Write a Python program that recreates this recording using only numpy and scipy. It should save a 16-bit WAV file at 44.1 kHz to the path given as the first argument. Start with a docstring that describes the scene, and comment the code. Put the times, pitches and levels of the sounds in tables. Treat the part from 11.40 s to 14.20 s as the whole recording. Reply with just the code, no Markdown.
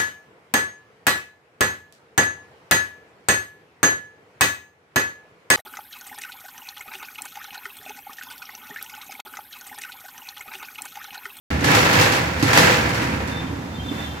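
"""In a bare concrete room, some metres away, a steel rolling shutter is heaved twice and rattles to rest.
Its slats clatter against each other and knock in their guides, the whole steel curtain booms, and it
settles with a soft scrape. Traffic throbs outside; near the end a thin, distant horn sounds twice.
Two microphones, close together, hear the scene."""
import sys
import numpy as np
from scipy import signal
from scipy.fft import rfft, irfft
from scipy.io import wavfile

SR = 44100
rng = np.random.default_rng(int(sys.argv[2]) if len(sys.argv) > 2 else 0)


def unload_audio(sound):
    """Save the sound as a 16-bit wav file, at the path given as the first command line argument."""
    columns = np.transpose(np.atleast_2d(sound))
    # keep every value between -1 and 1, then stretch to whole-number steps
    steps = np.round(np.clip(columns, -1, 1) * 32767)
    wavfile.write(sys.argv[1], SR, steps.astype(np.int16))


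N = 123479
T = np.arange(N) / SR
FREQS = np.maximum(np.arange(N // 2 + 1) * SR / N, 1)

# How hard the shutter moves. Each row: time in seconds, strength in dB.
MOTION = [(0.1, -28.5), (0.2, -30), (0.25, -24.5), (0.31, -16.5), (0.37, -20), (0.43, -20), (0.52, -19),
          (0.57, -17), (0.65, -19), (0.7, -23), (0.76, -22), (0.86, -27.5), (0.99, -29.5), (1.08, -22.5),
          (1.17, -16.5), (1.25, -17), (1.32, -18.5), (1.39, -23.5), (1.5, -26.5), (1.62, -26.5),
          (1.82, -33.5), (2.0, -37), (2.15, -43), (2.48, -45.5), (2.59, -34.5), (2.7, -45.5), (2.8, -38)]
# The tone colour of each sound. Each row: frequency in Hz, relative strength in dB.
SLAT_COLOUR = [(120, -21.5), (250, -7.5), (400, -4.5), (650, -1.5), (1100, -0.5), (1500, -1), (1950, 0.5),
               (2600, -4.5), (3200, -12), (5000, -18), (8000, -26.5), (16000, -38)]
EDGE_COLOUR = [(500, -13), (1500, -3.5), (2800, 5.5), (3600, 1.5), (4500, 0), (6000, -2), (7700, -4.5),
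               (8500, -14.5), (12500, -12.5), (16000, -15)]
BOOM_COLOUR = [(40, -38), (70, -23), (95, -1.5), (115, -1.5), (150, -0.5), (205, -9.5), (290, -12),
               (380, -18.5), (700, -35), (4000, -65)]
STREET_COLOUR = [(25, -24), (45, -28), (57, -19), (72, -12), (95, -5), (130, -8), (200, -4.5), (260, -1),
                 (315, -6), (380, -12), (620, -14.5), (800, -12), (1200, -16), (2000, -24.5), (3500, -26.5),
                 (7300, -33), (8700, -41), (12000, -38), (16000, -48)]
THROB_COLOUR = [(35, -26), (55, -25.5), (72, 5.5), (100, -6), (170, -8.5), (300, -11), (400, -32.5),
                (900, -46), (4000, -82)]
CLACK_COLOUR = [(150, -15), (400, -6.5), (1000, 0), (2000, -2), (3300, -4), (5500, -6.5), (7700, -10.5),
                (8500, -15), (12500, -15), (16000, -37)]
THUD_COLOUR = [(50, -46), (100, 2), (135, -8), (195, -15), (280, 4), (335, -7.5), (420, -8), (900, -44),
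               (4000, -80)]
SCRAPE_COLOUR = [(1000, -10), (3000, 1), (7500, 0), (8700, -8), (12500, -4), (16000, -12)]
# Pitches the steel favours. Each row: pitch in Hz, width in Hz, boost in dB.
STEEL_RESONANCES = [(301, 110, 7.5), (503.6, 65, 7.5), (575, 60, -1), (817.6, 57, 4.5), (980, 41, 3),
                    (1362, 30, 3), (1690, 87, 2.5), (2020, 21, 2), (1990, 18, 2.5), (2180, 31, 2),
                    (2420, 8.3, 5.5), (3080, 30, -2), (4470, 120, 3.5)]
# Deep pitches the curtain and room favour. Each row: pitch in Hz, width in Hz, boost in dB.
LOW_RESONANCES = [(72.3, 4, 0), (110.4, 4, 7.5)]
# Tones that ring on. Each row: pitch in Hz, relative level in dB, seconds to fade by 60 dB.
RINGS = [(502, -22, 1.1), (506, -24.5, 0.73), (571, -27.5, 0.79), (830.5, -22, 0.53), (941, -23, 3.2)]
# The rise and fall of the street's rumble. Each row: time in seconds, boost in dB.
RUMBLE = [(0.1, 7.5), (0.25, 6), (0.4, -4), (0.65, -1), (0.75, -2.5), (0.9, -0.5), (1.4, 4.5), (1.5, 3.5),
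          (1.81, 3.5), (1.86, 1.5), (2.1, 4), (2.3, 0), (2.52, 2), (2.68, -1.5), (2.8, 0.5)]
# Slats hitting the guides. Each row: start in seconds, relative clack and thud levels in dB.
KNOCKS = [(0.207, -33, -25.5), (0.2425, -18.5, -21), (0.303, -27, -23), (0.349, -15.5, -32),
          (0.429, -26, -28), (0.529, -21, -36), (0.612, -16.5, -32), (0.722, -20, -32), (0.995, -33, -53),
          (1.026, -20.5, -18), (1.08, -28, -28), (1.131, -17, -26), (1.174, -12, -23), (1.492, -31, -42),
          (1.545, -27.5, -51), (1.618, -30, -30), (1.875, -33.5, -40), (2.112, -54, -29.5),
          (2.512, -47, -28)]
# The horn. Each row: time in seconds, pitch in Hz, levels in dB at 9 times and at 8 times that pitch.
HORN = [(1.88, 398, -75, -83), (1.91, 398, -42, -63), (2.0, 398, -36, -55), (2.07, 397, -50, -49),
        (2.22, 397, -58, -75), (2.29, 397, -58, -66), (2.36, 397, -40.5, -62), (2.4, 397, -51, -35.5),
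        (2.45, 397, -43, -51), (2.49, 394, -34, -43), (2.56, 393, -44, -51), (2.645, 397, -33, -48),
        (2.69, 396, -39.5, -41.5), (2.8, 394, -49, -54)]
# How alike the two microphones sound. Each row: frequency in Hz, likeness (held to 0-1 when used).
LIKENESS = [(150, 1.5), (230, 1.6), (310, 0.92), (430, 0), (560, 0.55), (800, 0.07), (1300, 0.13),
            (1900, 0.21), (3200, -0.51), (8000, 0.04)]
# Which side is louder. Each row: frequency in Hz, left minus right in dB.
BALANCE = [(100, -1.5), (200, -1), (290, -6.5), (400, 0.5), (550, -4), (820, 4), (1100, -1.5), (1450, -0.5),
           (1730, -5.5), (2300, -3.5), (3300, 0.5), (12000, 0.3)]

SLAT_DB, EDGE_DB, BOOM_DB, STREET_DB, THROB_DB, CLACK_DB, THUD_DB = 3, -4.5, -4, -33, -34, -4, 3
FULL_EFFORT_DB, EDGE_GROWTH, BOOM_GROWTH = -18.5, 1.54, 0.9  # growth: dB gained per dB of motion
CONTACT_T60_S, ROOM_T60_S, KNOCK_T60_S = 0.02, 0.34, 0.41  # T60 is the time to fade by 60 dB


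def amp(db):
    """Turn decibels into a number to multiply by."""
    return 10 ** (np.asarray(db) / 20)


def unit(x):
    """Scale a signal to an average power of 1."""
    return x / np.sqrt(np.mean(x ** 2))


def curve(rows, column=1):
    """Join one column of a table with straight lines over time."""
    rows = np.array(rows)
    return np.interp(T, rows[:, 0], rows[:, column])


def over_hz(rows):
    """Join a table with straight lines over frequency, giving each octave equal room."""
    hz, value = np.array(rows).T
    return np.interp(np.log(FREQS), np.log(hz), value)


def wander(per_s):
    """A random line that drifts around zero, typically by about 1."""
    return 1.2 * np.interp(T * per_s, np.arange(2000), rng.standard_normal(2000))


def noise_pair():
    """Two unrelated white noises."""
    return rng.standard_normal((2, N))


def tint(x, colour_db):
    """Give a sound a tone colour; white noise keeps its power."""
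    cepstrum = irfft(np.log(unit(amp(colour_db))), N)
    cepstrum[1:] *= 2  # with only the first half kept, the filter never rings before a hit
    response = irfft(np.exp(rfft(cepstrum[:N // 2], N)), N)
    return signal.fftconvolve(x, response[None, :N // 20], axes=1)[:, :N]


def boost(resonances):
    """The dB that resonances add at each frequency."""
    return sum(db / (1 + (2 * (FREQS - hz) / width) ** 2) for hz, width, db in resonances)


def hit_sounds(t60, room_db, count):
    """Hits in several places: each is a short crack and the room's fading echo."""
    t = T[:SR // 2]
    fade = amp(-60 * t / CONTACT_T60_S) + amp(room_db - 60 * t / t60)
    noise = noise_pair()
    return [noise[:, k:k + len(t)] * fade for k in rng.integers(0, N - len(t), count)]


def rattle(drive_db, scatter_db, room_db, hits_per_slat, slats=10):
    """Slats collide at random, each with its own sound; more drive makes them louder."""
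    out = 0
    for sound in hit_sounds(ROOM_T60_S, room_db, slats):
        slots = np.arange(hits_per_slat) + rng.random(hits_per_slat)
        at = (slots * (N - 1) / hits_per_slat).astype(int)
        strengths = amp(scatter_db * np.clip(rng.standard_normal(hits_per_slat), -2, 2))
        hits = np.zeros(N)
        hits[at] = strengths * rng.choice([-1, 1], hits_per_slat)
        sound = sound / np.sqrt(np.sum(sound ** 2) / 2)
        out = out + signal.fftconvolve((unit(hits) * amp(drive_db))[None], sound, axes=1)[:, :N]
    return out / np.sqrt(slats)


def shutter():
    """Slats clatter, their edges clash brighter with effort, and the whole curtain booms and rings."""
    effort_db = curve(MOTION) - FULL_EFFORT_DB
    slat_db = FULL_EFFORT_DB + effort_db + SLAT_DB
    edge_db = FULL_EFFORT_DB + EDGE_GROWTH * effort_db + EDGE_DB
    slats = rattle(slat_db, scatter_db=3.5, room_db=-5.5, hits_per_slat=110)
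    edges = rattle(edge_db, scatter_db=2.5, room_db=-7, hits_per_slat=70)
    boom = noise_pair() * amp(FULL_EFFORT_DB + BOOM_GROWTH * effort_db + BOOM_DB)
    steel = boost(STEEL_RESONANCES)
    clatter = tint(slats, over_hz(SLAT_COLOUR) + steel) + tint(edges, over_hz(EDGE_COLOUR) + steel)
    return clatter + ringing(slats) + tint(boom, over_hz(BOOM_COLOUR) + boost(LOW_RESONANCES))


def ringing(clatter):
    """The clatter sets off the curtain's longest-lasting tones."""
    tones = 0
    for hz, db, t60 in RINGS:
        tone = np.sin(2 * np.pi * hz * T) * amp(-60 * T / t60)
        tones = tones + amp(db) * tone / np.sqrt(np.sum(tone ** 2))
    return signal.fftconvolve(clatter, tones[None], axes=1)[:, :N]


def engine(firings_per_s=22, puff_s=0.021, scatter_db=1, count=90):
    """An idling engine throbs: each slightly uneven firing is a low puff of noise."""
    late, size = rng.standard_normal((count, 2)).T
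    at = ((np.arange(count) + .2 * late) * SR / firings_per_s).astype(int)
    heard = (at >= 0) & (at < N)
    firings = np.zeros(N)
    firings[at[heard]] = amp(scatter_db * np.clip(size[heard], -2, 2))
    puffs = signal.fftconvolve(firings, np.exp(-T[:SR // 5] / puff_s))[:N] * noise_pair()
    return amp(THROB_DB) * unit(tint(puffs, over_hz(THROB_COLOUR) + boost(LOW_RESONANCES)))


def traffic(bass_top_hz=514):
    """Street noise, whose bass swells and sinks together with the engine's throb."""
    noise = noise_pair() * amp(STREET_DB + 0.62 * wander(7.2))
    street = tint(noise, over_hz(STREET_COLOUR) + boost(LOW_RESONANCES))
    bass = irfft(rfft(street) / (1 + (FREQS / bass_top_hz) ** 10), N)
    return street - bass + amp(curve(RUMBLE)) * (bass + engine())


def single_hits(times, levels_db, t60, room_db):
    """Place one hit, with its echo, at each given time."""
    out = np.zeros((2, 2 * N))
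    for start_s, db, sound in zip(times, levels_db, hit_sounds(t60, room_db, len(times))):
        at = int(start_s * SR)
        out[:, at:at + sound.shape[1]] += amp(db) * sound
    return out[:, :N]


def knocks():
    """Loose slats snap against the guides: a bright clack over a low thud."""
    times, clack_db, thud_db = np.array(KNOCKS).T
    clacks = single_hits(times, clack_db + CLACK_DB, KNOCK_T60_S, room_db=3.0)
    thuds = single_hits(times, thud_db + THUD_DB, t60=0.24, room_db=-4.0)
    clacks = tint(clacks, over_hz(CLACK_COLOUR) + boost(STEEL_RESONANCES))
    return clacks + tint(thuds, over_hz(THUD_COLOUR))


def horn(waver=0.00285, flutter=0.6, outer_db=-11):
    """Only overtones near the horn's resonance carry this far; street echoes make each one flutter."""
    pitch_hz = curve(HORN) * (1 + waver * wander(120))
    phase = 2 * np.pi * np.cumsum(pitch_hz) / SR
    ninth, eighth = amp(curve(HORN, column=2)), amp(curve(HORN, column=3))
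    outer = amp(outer_db) * np.sqrt(ninth * eighth)
    out = 0
    for multiple, gain in ((7, outer), (8, eighth), (9, ninth), (10, outer)):
        echoes = np.array([wander(110) + 1j * wander(110) for _ in range(2)])
        overtone = np.imag((1 + flutter * echoes) * np.exp(1j * multiple * phase))
        out = out + gain * overtone / np.hypot(1, flutter)
    return out


def scrape(peak_s=2.6, width_s=0.12, level_db=-46.5):
    """Steel slides lightly in the guide as the curtain settles: a swell of hiss."""
    swell = np.exp(-((T - peak_s) / width_s) ** 2 / 2)
    return tint(noise_pair() * amp(level_db) * swell, over_hz(SCRAPE_COLOUR))


def microphones(x, left_lag_s=0.000248):
    """Two close microphones in a room: alike in the bass, unrelated up high, the left a little late."""
    right, unrelated = rfft(x)
    likeness = np.clip(over_hz(LIKENESS), 0, 1)
    left = likeness * right + np.sqrt(1 - likeness ** 2) * unrelated
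    left = left * np.exp(-2j * np.pi * FREQS * left_lag_s)
    side_gains = amp(np.array([[1], [-1]]) * over_hz(BALANCE) / 2)
    return irfft(np.array([left, right]) * side_gains, N)


def scene():
    """The shutter and the street together, in stereo."""
    return microphones(shutter() + knocks() + scrape() + traffic()) + horn()


def record(dry):
    """The recorder starts after a moment of silence, clips peaks and cuts the highest treble."""
    start_s, top_hz = 0.104, 15850
    clipped = np.clip(dry, -1, 1) * (T >= start_s)
    return signal.sosfilt(signal.ellip(10, .2, 80, top_hz, fs=SR, output="sos"), clipped)


dry = scene()
out = record(dry)
unload_audio(out)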